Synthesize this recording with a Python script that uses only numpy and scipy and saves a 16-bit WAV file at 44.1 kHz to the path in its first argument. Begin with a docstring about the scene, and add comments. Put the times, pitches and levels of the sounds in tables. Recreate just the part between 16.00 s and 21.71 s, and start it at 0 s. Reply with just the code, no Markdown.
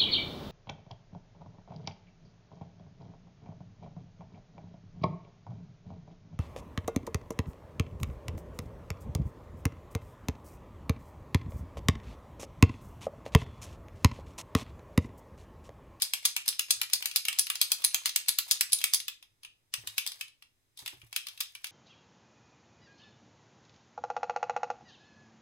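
"""A work table in a small room, a phone's microphone close by. A small plastic ink bottle is shaken hard
for three seconds: the ink sloshes, and the mixing ball skids along the wall and knocks on the two ends
in turn, often bouncing, so that the plastic cracks and rings. Then the bottle is tipped about gently,
the ball clacks on its side and fingers shift their grip. Now and then the hands bump the table."""
import sys
import numpy as np
from scipy import signal
from scipy.fft import rfft, irfft, next_fast_len
from scipy.io import wavfile

SR = 44100
rng = np.random.default_rng(int(sys.argv[2]) if len(sys.argv) > 2 else 0)


def generate_wav(sig):
    """Save sig (samples, or channels by samples) to the path in sys.argv[1] as 16-bit PCM at SR."""
    pcm = np.round(np.clip(np.atleast_2d(sig).T, -1, 1) * 32767).astype(np.int16)
    wavfile.write(sys.argv[1], SR, pcm)


N = 251811
T = np.arange(int(0.3 * SR)) / SR  # time within one hit, s


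def undb(db):
    return 10 ** (np.asarray(db) / 20)


def fade(t, t60):
    """Exponential decay, 60 dB down at t60."""
    return np.exp(-np.log(1000) * t / t60)


def lookup(hz, points):
    """Read (pitch_hz, value) points on a log-frequency axis."""
    f, value = np.transpose(points)
    return np.interp(np.log(np.maximum(hz, 1)), np.log(f), value)


def colour(x, points):
    """Causal filter through (pitch_hz, gain_db) points."""
    n = 2 * next_fast_len(x.shape[-1] // 2 + 1)
    gain = undb(lookup(np.fft.rfftfreq(n, 1 / SR), points))
    cepstrum = irfft(np.log(gain))
    cepstrum[1:n // 2] *= 2
    cepstrum[n // 2 + 1:] = 0
    return irfft(rfft(x, n) * np.exp(rfft(cepstrum)))[..., :x.shape[-1]]


def stereo_noise(size, likeness):
    """Left and right noise whose correlation is likeness."""
    mid, side = rng.standard_normal((2, size))
    return (np.sqrt(1 + likeness) * mid + np.sqrt(1 - likeness) * np.array([side, -side])) / np.sqrt(2)


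def attack_level(x, db, attack_s=0.005):
    """Scale a hit so that its attack has this rms level."""
    return x * undb(db) / np.sqrt(np.mean(x[:, :int(attack_s * SR)] ** 2))


def add(track, s, x):
    """Mix x into the track at time s."""
    start = int(np.clip(s * SR, 0, N - 1))
    track[:, start:start + x.shape[1]] += x[:, :N - start]


# The still room at the microphone: pitch_hz, gain_db
ROOM_TONE_SPECTRUM = [(25, -2), (45, -4.5), (70, -5.5), (115, 0.5), (170, -14.5), (350, -12.5), (700, -21),
                      (1500, -18.5), (4000, -20), (15000, -26)]
def room_tone(level_db=-76):
    """Faint steady rumble and hiss."""
    noise = colour(stereo_noise(N, likeness=0.52), ROOM_TONE_SPECTRUM)
    return noise * undb(level_db) / noise.std()


# Ink on the move, close up, and at 4.79-4.95 s a rustle as fingers re-grip the bottle: start_s, end_s,
# splashes_per_s, level_db
SLOSHES = [(0, 2.98, 47, -47.5), (3.752, 4.2, 310, -59.5), (4.79, 4.95, 190, -55.5),
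           (4.951, 5.7, 200, -63.5)]
def ink(lowest_hz=950, highest_hz=5500, ring_cycles=18, range_db=16, treble_db=9, size=1400):
    """Tiny splashes: each a fizz of spray and a bubble that rises in pitch as it dies."""
    out, t = np.zeros((2, N)), T[:size]
    for start, end, rate, db in SLOSHES:
        for when, softness, smallness in rng.random((int((end - start) * rate), 3)):
            hz = lowest_hz * (highest_hz / lowest_hz) ** smallness
            bubble = fade(t, ring_cycles / hz) * np.sin(2 * np.pi * hz * t * (1 + 6 * t))
            spray = fade(t, 0.029) * stereo_noise(size, likeness=1)
            gain = undb(db - range_db * softness + treble_db * smallness)
            add(out, start + when * (end - start), gain * (bubble + spray))
    return low_cut(out, hz=664.5, order=2)


def low_cut(x, hz, order):
    """A small body radiates almost no bass."""
    return signal.sosfilt(signal.butter(order, hz, "high", fs=SR, output="sos"), x)


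# The ball rubbing along the wall: pitch_hz, gain_db
SKID_SPECTRUM = [(600, -15.5), (1400, -10), (2600, -3), (3800, 2), (6000, 0.5), (9000, -13), (15000, -17)]
def skid(db, swell_s=0.04, size=900):
    """A short rub that swells as the ball gathers speed."""
    rub = colour(stereo_noise(size, likeness=0.44), SKID_SPECTRUM)
    return undb(db) * rub / rub.std() * fade(T[:size], swell_s)[::-1]


# The hard contact of ball on plastic: pitch_hz, gain_db
CRACK_SPECTRUM = [(400, -23.5), (800, -22.5), (1500, -12.5), (3500, -2.5), (6500, 5), (8500, 3), (11500, 2),
                  (13700, 4), (15500, 0.5)]
def crack(snap_t60=0.0065, chatter_t60=0.026, chatter_db=-12, size=1800):
    """A snap at contact, then the dense, quickly damped high modes of the plastic."""
    envelope = fade(T[:size], snap_t60) + undb(chatter_db) * fade(T[:size], chatter_t60)
    return colour(envelope * stereo_noise(size, likeness=1), CRACK_SPECTRUM)


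def ring(modes, detune, spread_rad, count, size=1800):
    """Each mode rings as a cluster of count partials; pitch and stereo phase vary from hit to hit."""
    hz, t60, db = np.repeat(modes, count, axis=0).T
    place = (np.arange(len(hz)) % count + rng.random(len(hz))) / count  # 0-1 across the cluster
    hz = hz * (1 + detune * (2 * place - 1))
    sign, skew = rng.standard_normal((2, len(hz)))
    gains = np.sign(sign) * undb(db) * np.exp(1j * spread_rad * np.array([skew, -skew]))
    poles = np.exp((2j * np.pi * hz - np.log(1000) / t60) / SR)
    return (gains @ np.vander(poles, size, increasing=True)).imag


def struck_at(modes, spot_hz, boost_db, octaves=0.2):
    """Modes near the pitch of the struck spot are driven hardest."""
    hz, t60, db = np.transpose(modes)
    nearness = np.exp(-(np.log2(hz / spot_hz) / octaves) ** 2)
    return np.transpose([hz, t60, db + boost_db * nearness])


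# Modes of the filled bottle's side wall, shell and high ping: pitch_hz, t60_s, level_db
WALL_MODES = [(1010, 0.017, -13), (1287, 0.023, -8.5), (1630, .02, -7), (1994, 0.029, -7),
              (2565, .024, 1.5), (2900, 0.024, 3)]
SHELL_MODES = [(3412, 0.051, -0.5), (3802, 0.034, 0.5), (4400, 0.019, 6), (4900, 0.034, 1),
               (5554, 0.023, 0.5), (6400, 0.048, -4.5)]
PING_MODES = [(9300, .02, 0), (9860, 0.039, -1), (10555, 0.03, 3.5)]
def knock(db, wall_db, crack_db, ping_db, spot_hz):
    """The ball sets the bottle ringing; contact spot and moving ink shift the modes each time."""
    wall = ring(struck_at(WALL_MODES, spot_hz, boost_db=6), detune=0.11, spread_rad=0.63, count=5)
    shell = ring(struck_at(SHELL_MODES, spot_hz, boost_db=7), detune=0.07, spread_rad=0.636, count=5)
    ping = ring(PING_MODES, detune=0.055, spread_rad=0.1, count=6)
    parts = [(wall, wall_db - 1.5), (shell, -0.93), (ping, ping_db - 0.5), (crack(), crack_db + 1.5)]
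    return undb(db) * sum(attack_level(part, part_db) for part, part_db in parts)


def blow(s, db, spot_hz, wall_db, contact, seating=0):
    """Time and tone of one knock: hard blows, and glancing ones that ring the wall, crack more."""
    crack_db, ping_db = contact
    force_db = db + 30  # above a usual blow
    crack_db += 0.2834 * force_db + 0.15 * wall_db
    ping_db += (seating - 0.14) * force_db
    return s, db, wall_db, crack_db, ping_db, spot_hz


# Forward strokes: the ball hits the bottom, then again as it seats. wall_db is relative to level_db.
# start_s, level_db, spot_hz, wall_db, rebound_after_s, rebound_db
BOTTOM_KNOCKS = [(0.0205, -23, 4700, -13.5, 0.007, -29.5), (0.2527, -21.5, 4530, -10, 0.0042, -26.5),
                 (0.4798, -25, 4900, -10.5, 0.008, -28), (0.7067, -21, 5170, -12.5, 0.0043, -26.5),
                 (0.934, -21, 4900, -13.5, .004, -31.5), (1.16, -22, 4750, -9, .0082, -31),
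                 (1.3875, -24.5, 4900, -15, 0.0064, -24), (1.6144, -20.5, 4400, -8.5, 0.011, -34),
                 (1.8416, -27, 4300, -10.5, 0.0053, -24.5), (2.0578, -25.5, 4510, -2.5, .0082, -34),
                 (2.284, -23.5, 4400, -9, 0.0068, -26.5), (2.5112, -21, 5200, -10, 0.007, -28),
                 (2.7216, -29.5, 4700, -14.5, 0.0091, -24), (2.9356, -21.5, 5100, -15.5, 0.0093, -25.5)]
# Return strokes, on the cap end: start_s, level_db, spot_hz, wall_db
CAP_KNOCKS = [(0.1356, -29.5, 2750, 1.5), (0.3645, -31, 2660, 4.5), (0.5939, -28.5, 2450, 1.5),
              (0.815, -29, 4330, 1), (1.0574, -30, 4400, 0), (1.284, -31, 2900, 9), (1.5005, -31, 3050, 5),
              (1.7184, -24, 4380, -6.5), (1.9447, -26, 3220, -0.5), (2.1605, -25, 4310, -1),
              (2.3864, -25, 4140, -5.5), (2.6093, -24.5, 4960, -1.5), (2.84, -24.5, 2380, -0.5)]
# Clacks on the side, between strokes and as the bottle tips: start_s, level_db, spot_hz, wall_db
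SIDE_KNOCKS = [(0.4604, -42, 4700, -2), (0.8325, -36.5, 4100, -3.5), (1.0243, -36.5, 2570, 4.5),
               (1.113, -40.5, 2560, 1.5), (1.2522, -33, 3900, -1), (1.328, -37, 2800, 0.5),
               (1.4681, -35.5, 4040, -1), (1.5549, -33.5, 4830, -5.5), (2.0757, -37, 3700, -3),
               (2.0929, -33, 3700, -7), (2.787, -35.5, 3800, -13), (2.8146, -37, 2900, 1),
               (3.0016, -36, 3770, -6), (3.0812, -33, 3320, -1), (3.2265, -51.5, 3400, 0),
               (3.433, -49.5, 2810, 0.5), (3.4483, -49, 2840, 9), (3.739, -31, 2550, 1.5),
               (3.873, -33.5, 3880, -4.5), (3.9806, -26, 2980, 2), (4.0643, -32, 3400, -10),
               (4.0744, -32, 4900, -13), (4.1181, -41, 4300, -5), (4.2102, -36, 2760, 3.5),
               (4.2807, -54.5, 3610, -3), (4.4235, -55, 2850, 5), (4.7741, -47, 3400, -13),
               (4.7904, -44, 4430, -16), (4.8607, -37.5, 3620, 0), (4.8774, -38.5, 2900, 3.5),
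               (5.0164, -60, 2480, 10.5), (5.128, -42.5, 2700, 3.5), (5.1625, -29.5, 2950, 3),
               (5.2687, -40, 2774, 0.5), (5.285, -41, 3500, -4), (5.376, -48, 3507, -1),
               (5.4049, -30.5, 3620, -5.5), (5.409, -32, 5130, -4), (5.551, -44, 2650, 3),
               (5.6436, -36.5, 2710, 3), (5.668, -42, 2720, -7)]
def ball_path(shake_s=3.0, rattles_per_s=3, graze_lead_s=0.023, graze_db=-52):
    """Every blow of the ball: cap, side, graze, bottom, rebound, and faint chance rattles."""
    bottom, rebound, cap, side = (-0.57, -8.5), (3.2, -2.5), (3.3, -5), (0, -10.5)  # crack_db, ping_db
    blows = [blow(*hit, cap) for hit in CAP_KNOCKS] + [blow(*hit, side) for hit in SIDE_KNOCKS]
    for s, db, spot_hz, wall_db, after_s, rebound_db in BOTTOM_KNOCKS:
        blows.append(blow(s - graze_lead_s, graze_db, spot_hz, 0, side))
        blows.append(blow(s, db, spot_hz, wall_db, bottom))
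        # a strong rebound lands squarely and pings much more
        blows.append(blow(s + after_s, rebound_db, spot_hz, wall_db, rebound, seating=1.57))
    for when, force, spot in rng.random((int(rattles_per_s * shake_s), 3)):
        db = np.interp(force, (0, 1), (-48, -43))
        spot_hz = np.interp(spot, (0, 1), (2450, 3900))
        blows.append(blow(when * shake_s, db, spot_hz, 0, side))
    return blows


def ball(blows, skid_db=-13.5):
    """The mixing ball skids into each knock."""
    out = np.zeros((2, N))
    for s, db, *timbre in blows:
        rub = skid(db + skid_db)
        add(out, s - rub.shape[1] / SR, rub)
        add(out, s, knock(db, *timbre))
    return low_cut(low_cut(out, hz=834, order=4), hz=150, order=2)


def bottle(spots=4):
    """Ball and ink near the microphone; the bottle moves, so knocks reach the room from several spots."""
    blows = ball_path()
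    parts = [ball(blows[spot::spots]) for spot in range(spots)] + [ink()]
    return sum(room(part, near_db=-5, near_t60=0.015, tail_db=-5.4) for part in parts)


# Hands against the table: start_s, thud_db, pat_db
HAND_BUMPS = [(.69, -64, -65), (.77, -63, -76), (.93, -66, -63), (3.781, -54.5, -66), (3.836, -58, -57.5),
              (3.877, -59, -73), (4.822, -57.5, -62), (4.928, -60, -58), (4.969, -60, -72),
              (5.031, -53.5, -67)]
# The boom of the table under the bottle: pitch_hz, t60_s, level_db
BOOM_MODES = [(42, .2, -13.5), (88, 0.1, -6), (111.1, 0.29, -3), (131.3, 0.061, -7.5), (191, .04, -14)]
# Skin on the table top: pitch_hz, gain_db
PAT_SPECTRUM = [(120, -37.5), (310, -2.5), (480, -7), (900, -8.5), (1800, -10), (5000, -42.5)]
def table(push_s=0.003, jog_lag_s=0.015):
    """A soft hand pats the top and sets it booming; each forward stroke jogs it through the arm."""
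    out = np.zeros((2, N))
    jogs = [(s + jog_lag_s, -72.5, -65.5) for s, *_ in BOTTOM_KNOCKS]  # columns as in HAND_BUMPS
    for s, thud_db, pat_db in HAND_BUMPS + jogs:
        boom = ring(BOOM_MODES, detune=0.043, spread_rad=0, count=1, size=len(T))
        boom *= 1 - np.exp(-T / push_s)  # the hand takes a moment to load the table
        pat = colour(stereo_noise(len(T), likeness=0.54) * fade(T, 0.102), PAT_SPECTRUM)
        add(out, s, undb(thud_db + 2) * boom / np.abs(boom).max() + attack_level(pat, pat_db))
    return out


# Fingers shifting their grip, close up: pitch_hz, gain_db
GRIP_SPECTRUM = [(400, -28), (950, -8.5), (1500, -25), (2800, -15), (3700, -0.5), (4700, -15), (7000, -8),
                 (15000, -17)]
def fingers(start_s=4.768, rise_s=0.031, t60_s=0.18, level_db=-51):
    """Skin slides over the plastic: a soft hiss that swells and dies."""
    out = np.zeros((2, N))
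    rub = colour(stereo_noise(len(T), likeness=0.55), GRIP_SPECTRUM)
    envelope = np.minimum(T / rise_s, 1) * fade(np.maximum(T - rise_s, 0), t60_s)
    add(out, start_s, undb(level_db) * envelope * rub / rub.std())
    return out


# How long the small room rings: pitch_hz, t60_s
ROOM_DECAY = [(300, 0.1), (800, 0.15), (2100, 0.27), (4000, 0.28), (9000, 0.22), (15000, 0.089)]
# The tone of its tail, heard from the table: pitch_hz, gain_db
TAIL_SPECTRUM = [(100, -0.5), (1000, 1.5), (3500, -2), (7000, -1), (10500, -2), (15000, 6)]
def room(x, near_db, near_t60, tail_db, length_s=0.36):
    """Direct sound, quick scatter from the table top and the things on it, then the tail of the room."""
    t = np.arange(int(length_s * SR)) / SR
    hz = np.fft.rfftfreq(len(t), 1 / SR)
    spectrum = rfft(stereo_noise(len(t), likeness=0.71))
    tail = 0
    for band_hz, t60 in ROOM_DECAY:
        band = lookup(hz, [(f, f == band_hz) for f, _ in ROOM_DECAY])
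        tail = tail + irfft(spectrum * band, len(t)) * fade(t, t60)
    tail = colour(tail * (t > 0.005), TAIL_SPECTRUM)
    near = stereo_noise(len(t), likeness=0.49) * fade(t, near_t60) * (t > 0.001)
    reflections = [(near_db, near), (tail_db, tail)]
    response = sum(undb(db) * part / np.sqrt(np.sum(part ** 2) / 2) for db, part in reflections)
    response[:, 0] += 1  # direct sound
    return signal.fftconvolve(x, response, axes=1)[:, :N]


def scene():
    """The bottle a little left of the microphone, the hands and the table under it, the quiet room."""
    shaken = bottle() * undb([[-0.07], [-0.93]])  # left_db, right_db
    hands = room(table() + fingers(), near_db=-8.5, near_t60=0.03, tail_db=-8)
    return shaken + hands + room_tone()


# How far the microphone's right channel trails its left: pitch_hz, lag_rad
RIGHT_LAG = [(0, 0), (500, 0), (1000, 1.1), (2000, 5.6), (3100, 10), (4400, 15.7), (6300, 25.1),
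             (7900, 31.7), (9200, 31.2), (11500, 31.8), (16000, 34.4)]
def record(dry, top_hz=15800):
    """The phone, close in: its right channel lags by a pitch-dependent amount, and the top is cut."""
    lag = np.interp(np.fft.rfftfreq(2 * N, 1 / SR), *np.transpose(RIGHT_LAG))
    right = irfft(rfft(dry[1], 2 * N) * np.exp(-1j * lag))[:N]
    top_cut = signal.ellip(10, 0.2, 70, top_hz, fs=SR, output="sos")
    return signal.sosfilt(top_cut, np.array([dry[0], right]))


dry = scene()
out = record(dry)
generate_wav(out)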